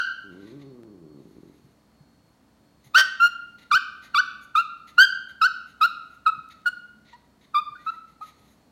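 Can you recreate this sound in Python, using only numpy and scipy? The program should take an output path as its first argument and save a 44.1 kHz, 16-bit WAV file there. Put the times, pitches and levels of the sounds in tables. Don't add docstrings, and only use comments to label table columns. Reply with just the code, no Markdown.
import sys
import numpy as np
from scipy import signal
from scipy.fft import rfft, irfft, next_fast_len
from scipy.io import wavfile
from scipy.ndimage import uniform_filter1d, minimum_filter1d, map_coordinates

SR = 44100
rng = np.random.default_rng(int(sys.argv[2]) if len(sys.argv) > 2 else 0)


def put_to_file(sound):
    columns = np.atleast_2d(sound).T
    safe = np.clip(columns, -1, 1)
    whole_steps = np.round(safe * 32767)
    wavfile.write(sys.argv[1], SR, whole_steps.astype(np.int16))


N = 384111

# (start [s], length [s], onset pitch [Hz], lowest pitch [Hz], top pitch [Hz],
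#  middle of the climb [share of call], length of the climb [share of call],
#  first partial [dB], swell over the call [dB], arch of mid-call over both ends [dB],
#  mouth widest [share of call], then with the mouth widest: partials 2, 3, 4 [dB each],
#  higher partials [dB], leaking air [dB])
CALLS = [(-.07, .065, 1401, 1296, 1601, 0.43, .25, -12, 2.5, -1, 0.43, -26.5, -25, -35.5, -40, -36.5),
         (2.946, .078, 1142, 1164, 1547, 0.098, .08, -9, -5, 6, 0.43, -22.5, -27, -31.5, -40, -32.5),
         (3.199, .079, 1369, 1363, 1413, .35, .1, -12, -2, 11, .6, -30.5, -36.5, -44, -41.5, -53),
         (3.714, .063, 1427, 1149, 1557, 0.54, .11, -14.5, -2, -0.5, 0.39, -28, -28, -34, -43, -41.5),
         (4.146, 0.058, 1417, 1143, 1509, 0.61, .08, -15, 0, -0.5, 0.44, -30, -28, -32, -46, -43),
         (4.553, .061, 1344, 1160, 1386, 0.39, .15, -14, -7, 3, .35, -31, -35, -52.5, -46, -44.5),
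         (4.981, .07, 1258, 1269, 1594, .12, .2, -7.5, -6, 7, 0.52, -20.5, -23.5, -34, -35.5, -39.5),
         (5.415, 0.054, 1419, 1254, 1539, .55, .15, -14, -1, 0.5, 0.41, -31.5, -28.5, -33.5, -41, -41.5),
         (5.812, .048, 1324, 1197, 1447, 0.5, .2, -12.5, -3.5, 2, 0.5, -32.5, -26.5, -38.5, -42, -40),
         (6.263, .034, 1397, 1260, 1311, 0.54, 0.074, -12, -4.5, 3.5, 0.34, -33.5, -33.5, -55, -47, -48.5),
         (6.659, 0.03, 1486, 1424, 1459, 0.7, .1, -18, -4.5, 2.5, 0.52, -36.5, -39, -57, -47.5, -48),
         (7.13, 0.03, 970, 930, 978, 0.53, .1, -38, -6, 4.5, 0.23, -53.5, -67.5, -67.5, -77, -74.5),
         (7.545, .057, 1258, 1168, 1238, .6, .2, -14, -8.5, 4.5, 0.42, -37.5, -33.5, -40.5, -52.5, -58.5),
         (7.754, 0.016, 1517, 1427, 1570, .8, .1, -41.5, -7.5, 1.5, .5, -76, -69, -81, -84, -85),
         (7.787, .05, 910, 935, 976, 0.32, .2, -72, 1, 9, 0.61, -60, -84, -80, -88, -82.5),
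         (7.865, .036, 1309, 1279, 1355, 0.677, .2, -23.5, -1.5, -0.5, 0.73, -45, -45.5, -63, -67, -62.5),
         (7.925, 0.031, 930, 922, 972, .3, .1, -51.5, 2, 1.5, 1, -61.5, -78, -72, -86, -79.5),
         (8.21, 0.0088, 805, 805, 844, 0.37, .2, -38, -21, 1, 0.27, -67, -68, -86.5, -79, -87),
         (8.212, .028, 1216, 1227, 1273, 0.37, .1, -32, -3, 4, .4, -63.5, -69.5, -78, -70, -72)]
# (frequency [Hz], level [dB])
MOUTH_COLOUR = [(1000, 3.5), (4500, 6.5), (5700, -6), (6400, -16.5), (7100, -8), (8500, -11.5),
                (10000, -17), (12500, -15), (16000, -18.5)]
# (frequency [fifths of the pitch], level against partial 1 [dB])
BROKEN_LINES = [(2, -21), (3, -31.5), (6, -11.5), (12, -20.5), (18, -10.5)]
# (partial 2, 3, 4, higher partials, air [dB each])
OPENING_LOSS = [-4, -8, -16, -9, -3]
CLOSING_LOSS = [-4.5, -12.5, -19, -8.5, -5.5]
# (frequency [Hz], time to die by 60 dB [s])
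ROOM_DECAY = [(100, 0.23), (1300, 0.67), (3000, 0.69), (4500, 0.55), (6000, 0.51), (12000, 0.25)]
# (frequency [Hz], relative level per Hz [dB])
HUM_SPECTRUM = [(18, -45), (30, -12), (114, -6.5), (173, -4), (293, -4.5), (370, -13.5), (677, -14.5),
                (792, -16), (1200, -19), (2780, -29), (4460, -28.5), (4820, -30), (15700, -40)]
# (frequency [Hz], rms level before sway [dB], unsteadiness [dB])
APPLIANCE_TONES = [(64.4, -73, 2), (140, -79, 3.5), (215, -73.5, 5.5), (4336, -79.5, 4.8)]
# (time [s], pulses a second [Hz], level [dB])
GRUMBLE_COURSE = [(.23, 103, -51.5), (.32, 88, -47.5), (.48, 108, -45.5), (.56, 149, -44),
                  (.69, 135, -46.5), (.75, 122, -45), (.9, 105, -48.5), (1.03, 78, -49), (1.12, 76, -48),
                  (1.2, 68, -49), (1.249, 55, -52.5), (1.451, 50, -52.5), (1.58, 42, -62), (1.721, 41, -68)]
# (frequency [Hz], width [Hz], level [dB])
THROAT_MODES = [(154, 62, -8), (304, 99, 0.5), (370, 120, -1), (570, 240, -16.5), (1130, 160, -17)]
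# (time [s], length [s], airway level before swell [dB], nostril hiss before swell [dB])
BREATHS = [(0.297, 0.29, -65, -79), (0.588, 0.05, -61.5, -80), (1.118, 0.63, -75.5, -79.5),
           (2.226, 0.17, -93.5, -85), (2.799, 0.11, -75, -84), (2.84, 0.047, -64.5, -64),
           (2.865, 0.02, -68, -89), (3.582, .06, -54.5, -68), (4.017, 0.069, -53, -64.5),
           (4.41, .055, -74, -66.5), (4.869, .045, -55, -64.5), (5.285, 0.038, -58.5, -66.5),
           (5.66, 0.072, -66, -71.5), (6.1, 0.087, -69, -73.5), (6.498, 0.041, -56.5, -71),
           (7.046, 0.1, -61, -98), (7.408, 0.05, -62, -76), (7.773, 0.22, -65.5, -76),
           (8.07, 0.076, -70.5, -78), (8.204, 0.12, -59, -66.5), (8.361, 0.17, -70.5, -75.5),
           (8.48, 0.075, -73, -71.5)]
# (frequency [Hz], width [Hz], level [dB])
AIRWAY_MODES = [(811, 450, -6), (1220, 110, -1), (1960, 480, -1), (3600, 1300, 3.5), (3944, 960, 5.5),
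                (6700, 1400, -10)]
# (frequency [Hz], width [Hz], level [dB])
NOSTRIL_MODES = [(6600, 720, 0.5), (8383, 280, -1), (10700, 3900, -2), (14050, 1200, -10.5)]
# (time [s], peak level [dB], pitch [Hz])
TICK_HITS = [(.834, -41, 1300), (2.728, -60.5, 13020), (6.489, -39.5, 8500), (6.618, -51, 3010),
             (7.37, -62, 9000), (8.061, -71, 6050), (8.478, -48.5, 11500)]
# (time [s], level before swell and decay [dB], pitch [Hz])
FLOOR_THUMPS = [(1.643, -39.5, 137), (2.006, -38, 147), (2.865, -40.5, 129), (3.739, -37, 128),
                (6.377, -39.5, 145), (7.705, -45, 126.7)]

LEAD = SR // 10
TOP_HZ = 15800
LIMIT = .68
HUM_DB = -61.5

DROP_S = 0.0043
KICK_DB_PER_HZ = 0.012
RING_HZ, RING_WIDTH_HZ = 1463, 450
CALM, CATCH, CATCH_S = .02, .25, .004
BREAK_S, BREAK_LENGTH_S, BREAK_EDGE_S, BREAK_DB = 2.977, .036, 0.0011, -4
STRAINING, STRAINING_S = .35, .03
STEADY, CREAKY, CREAK_RATE = .025, .18, 62


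def amp(db):
    return 10 ** (np.asarray(db) / 20)


def unit(x):
    return x / np.sqrt(np.mean(x ** 2) + 1e-20)


def along(points, hz):
    f, v = np.transpose(points)
    return np.interp(np.log(hz + 1), np.log(f + 1), v)


def wobble(size, rate):
    knots = rng.standard_normal(int(size * rate / SR) + 4)
    return map_coordinates(knots, [np.arange(size) * rate / SR])


def filtered(x, response):
    m = next_fast_len(len(x) + SR // 4)
    spectrum = rfft(x, m) * response(np.fft.rfftfreq(m, 1 / SR))
    return irfft(spectrum, m)[:len(x)]


def resonances(modes):
    def response(f):
        return sum((-1) ** k * amp(db) * 1j * f * width / (hz * hz - f * f + 1j * f * width)
                   for k, (hz, width, db) in enumerate(modes))
    return response


def add(track, s, x):
    part = track[LEAD + round(s * SR):][:len(x)]
    part += x[:len(part)]


def in_room(x, wet_db):
    hz, t, noise = signal.stft(rng.standard_normal(SR), SR, nperseg=256)
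    build = 1 - np.exp(-t / 0.003)
    decay = amp(-60 * t / along(ROOM_DECAY, hz)[:, None])
    tail = signal.istft(noise * build * decay, SR, nperseg=256)[1]
    out = amp(wet_db) * signal.fftconvolve(x, tail / np.linalg.norm(tail))
    out[:len(x)] += x
    return out


def gesture(start, length, onset_hz, low_hz, top_hz, climb_at, climb,
            level_db, swell_db, arch_db, widest, *open_db):
    t = np.arange(start - .01, start + length + .005, 1 / SR)
    since = np.clip(t - start, 0, length)
    share = since / length
    rise = .5 + .5 * np.tanh((share - climb_at) / (2 * max(climb, .02)))
    drop_hz = (onset_hz - low_hz) * np.exp(-(since / DROP_S) ** 2)
    hz = low_hz + (top_hz - low_hz) * rise + drop_hz

    inside_break = np.minimum(t - BREAK_S, BREAK_S + BREAK_LENGTH_S - t)
    strain = np.clip(inside_break / BREAK_EDGE_S, 0, 1)
    straining = STRAINING * np.clip(1 + (t - BREAK_S) / STRAINING_S, 0, 1)
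    straining *= t < BREAK_S + BREAK_EDGE_S
    rough = np.clip(CALM + CATCH * np.exp(-since / CATCH_S) + strain + straining, 0, 1)

    ring_db = -10 * np.log10(1 + (2 * (hz - RING_HZ) / RING_WIDTH_HZ) ** 2)
    shape_db = swell_db * (share - .5) - arch_db * (2 * share - 1) ** 2
    first_db = level_db + shape_db + ring_db + KICK_DB_PER_HZ * drop_hz + BREAK_DB * strain
    shut = (2 * (share - widest)) ** 2
    *lows_db, high_db, air_db = [db + shut * np.where(share < widest, early_db, late_db)
                                 for db, early_db, late_db in zip(open_db, OPENING_LOSS, CLOSING_LOSS)]
    return t, hz, [first_db, *lows_db], high_db, air_db, rough


def yip(row):
    t, hz, lows_db, high_db, air_db, rough = gesture(*row)
    size = len(t)
    steady = 2 * np.pi * np.cumsum(hz) / SR
    turn = steady + (.07 + .3 * rough) * wobble(size, 500)

    flicker_db = [1, 3, 3.5, 4.5]
    low = sum(amp(db + flicker_db[k - 1] * wobble(size, 160)) * np.sin(k * turn + k)
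              for k, db in enumerate(lows_db, 1))

    order = np.arange(5, 14)[:, None]
    uneven_db = rng.normal(0, 4, order.shape)
    high_flicker_db = 4 * np.array([wobble(size, 110) for _ in order])
    sizes = amp(along(MOUTH_COLOUR, order * hz) + uneven_db + high_flicker_db)
    in_band = order * hz < TOP_HZ
    high = (sizes * in_band * np.sin(order * turn + order ** 2)).sum(0)

    def hiss(f):
        return amp(along(MOUTH_COLOUR, f)) * f ** 2 / (f ** 2 + 3500 ** 2)
    air = unit(filtered(rng.standard_normal(size), hiss))

    fifth = steady / 5
    rattle = np.exp(0.55 * rough * (np.cos(fifth + 1.2 * wobble(size, 200)) - .4))
    tonal = np.sqrt(2) * (low + amp(high_db) * high)
    voice = rattle * (tonal + amp(air_db + 9 * rough) * air)

    broken = np.clip(2 * rough - 1, 0, 1) * amp(lows_db[0])
    voice += broken * sum(amp(db) * np.sin(k * (fifth + 0.016 * wobble(size, 300)))
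                          for k, db in BROKEN_LINES)

    onset = np.interp(t - row[0], [-.01, -.002, .004], [0, .06, 1])
    voice *= onset * np.clip((t[-1] - t) / 0.0049, 0, 1)
    return t[0], filtered(voice, lambda f: f ** 4 / (f ** 4 + 480 ** 4))


def yips():
    out = np.zeros(LEAD + N)
    for row in CALLS:
        s, voice = yip(row)
        add(out, s, in_room(voice, wet_db=-13.5))
    return out


def house():
    size = LEAD + N
    t = np.arange(size) / SR

    def colour(f):
        return amp(along(HUM_SPECTRUM, f)) * f ** 2 / (f ** 2 + 25 ** 2)
    hum = unit(filtered(rng.standard_normal(size), colour))
    drift_db = .6 * wobble(size, 3)
    out = amp(HUM_DB + drift_db) * hum
    for hz, db, sway_db in APPLIANCE_TONES:
        level = np.sqrt(2) * amp(db + sway_db * wobble(size, 12))
        out += level * np.sin(2 * np.pi * hz * t + 0.71 * wobble(size, 15))
    return out


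def grumble():
    s, *cols = np.transpose(GRUMBLE_COURSE)
    t = np.arange(s[0], s[-1], 1 / SR)
    rate, level_db = [np.interp(t, s, c) for c in cols]
    loose = np.where(rate > CREAK_RATE, STEADY, CREAKY)
    uneven_rate = rate * amp(8.8 * loose * wobble(len(t), 45))
    beats = np.flatnonzero(np.diff(np.floor(np.cumsum(uneven_rate) / SR)))
    pulses = np.zeros(len(t))
    strength_db = (1.2 + 8 * loose[beats]) * rng.standard_normal(len(beats))
    pulses[beats] = amp(strength_db) / np.sqrt(rate[beats])

    def throat(f):
        return resonances(THROAT_MODES)(f) / (1 + 1j * f / 500) ** 2
    voice = unit(filtered(pulses, throat)) * amp(level_db)
    out = np.zeros(LEAD + N)
    add(out, s[0], in_room(voice, wet_db=-6))
    return out


def breath_noise(size, modes):
    return unit(filtered(rng.standard_normal(size), lambda f: abs(resonances(modes)(f)) ** 2))


def gasps():
    out = np.zeros(LEAD + N)
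    for s, length, db, hiss_db in BREATHS:
        size = round(length * SR)
        swell = np.sin(np.linspace(0, np.pi, size)) ** .5 * amp(2.5 * wobble(size, 60))
        rush = amp(db) * breath_noise(size, AIRWAY_MODES)
        hiss = amp(hiss_db) * breath_noise(size, NOSTRIL_MODES)
        add(out, s, in_room(swell * (rush + hiss), wet_db=-8.0))
    return out


def ticks():
    out, t = np.zeros(LEAD + N), np.arange(SR // 8) / SR
    for s, db, hz in TICK_HITS:
        add(out, s, amp(db - 20 * t * hz) * np.cos(2 * np.pi * hz * t))
    return out


def thumps():
    out, t = np.zeros(LEAD + N), np.arange(SR // 8) / SR
    swell = 1 - np.exp(-t / 0.0044)
    for s, db, hz in FLOOR_THUMPS:
        level = amp(db + 0.5 - 60 * t / 0.071)
        add(out, s, level * swell * np.sin(2 * np.pi * hz * t))
    return out


def scene():
    mix = yips() + house() + grumble() + gasps() + ticks() + thumps()
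    return mix[None, LEAD:]


def record(dry):
    span = SR // 200
    needed = np.minimum(1, LIMIT / (abs(dry[0]) + 1e-9))
    held = minimum_filter1d(needed, size=2 * span)
    gain = uniform_filter1d(held, size=span)
    return filtered(dry[0] * gain, lambda hz: hz < TOP_HZ)[None]


dry = scene()
out = record(dry)
put_to_file(out)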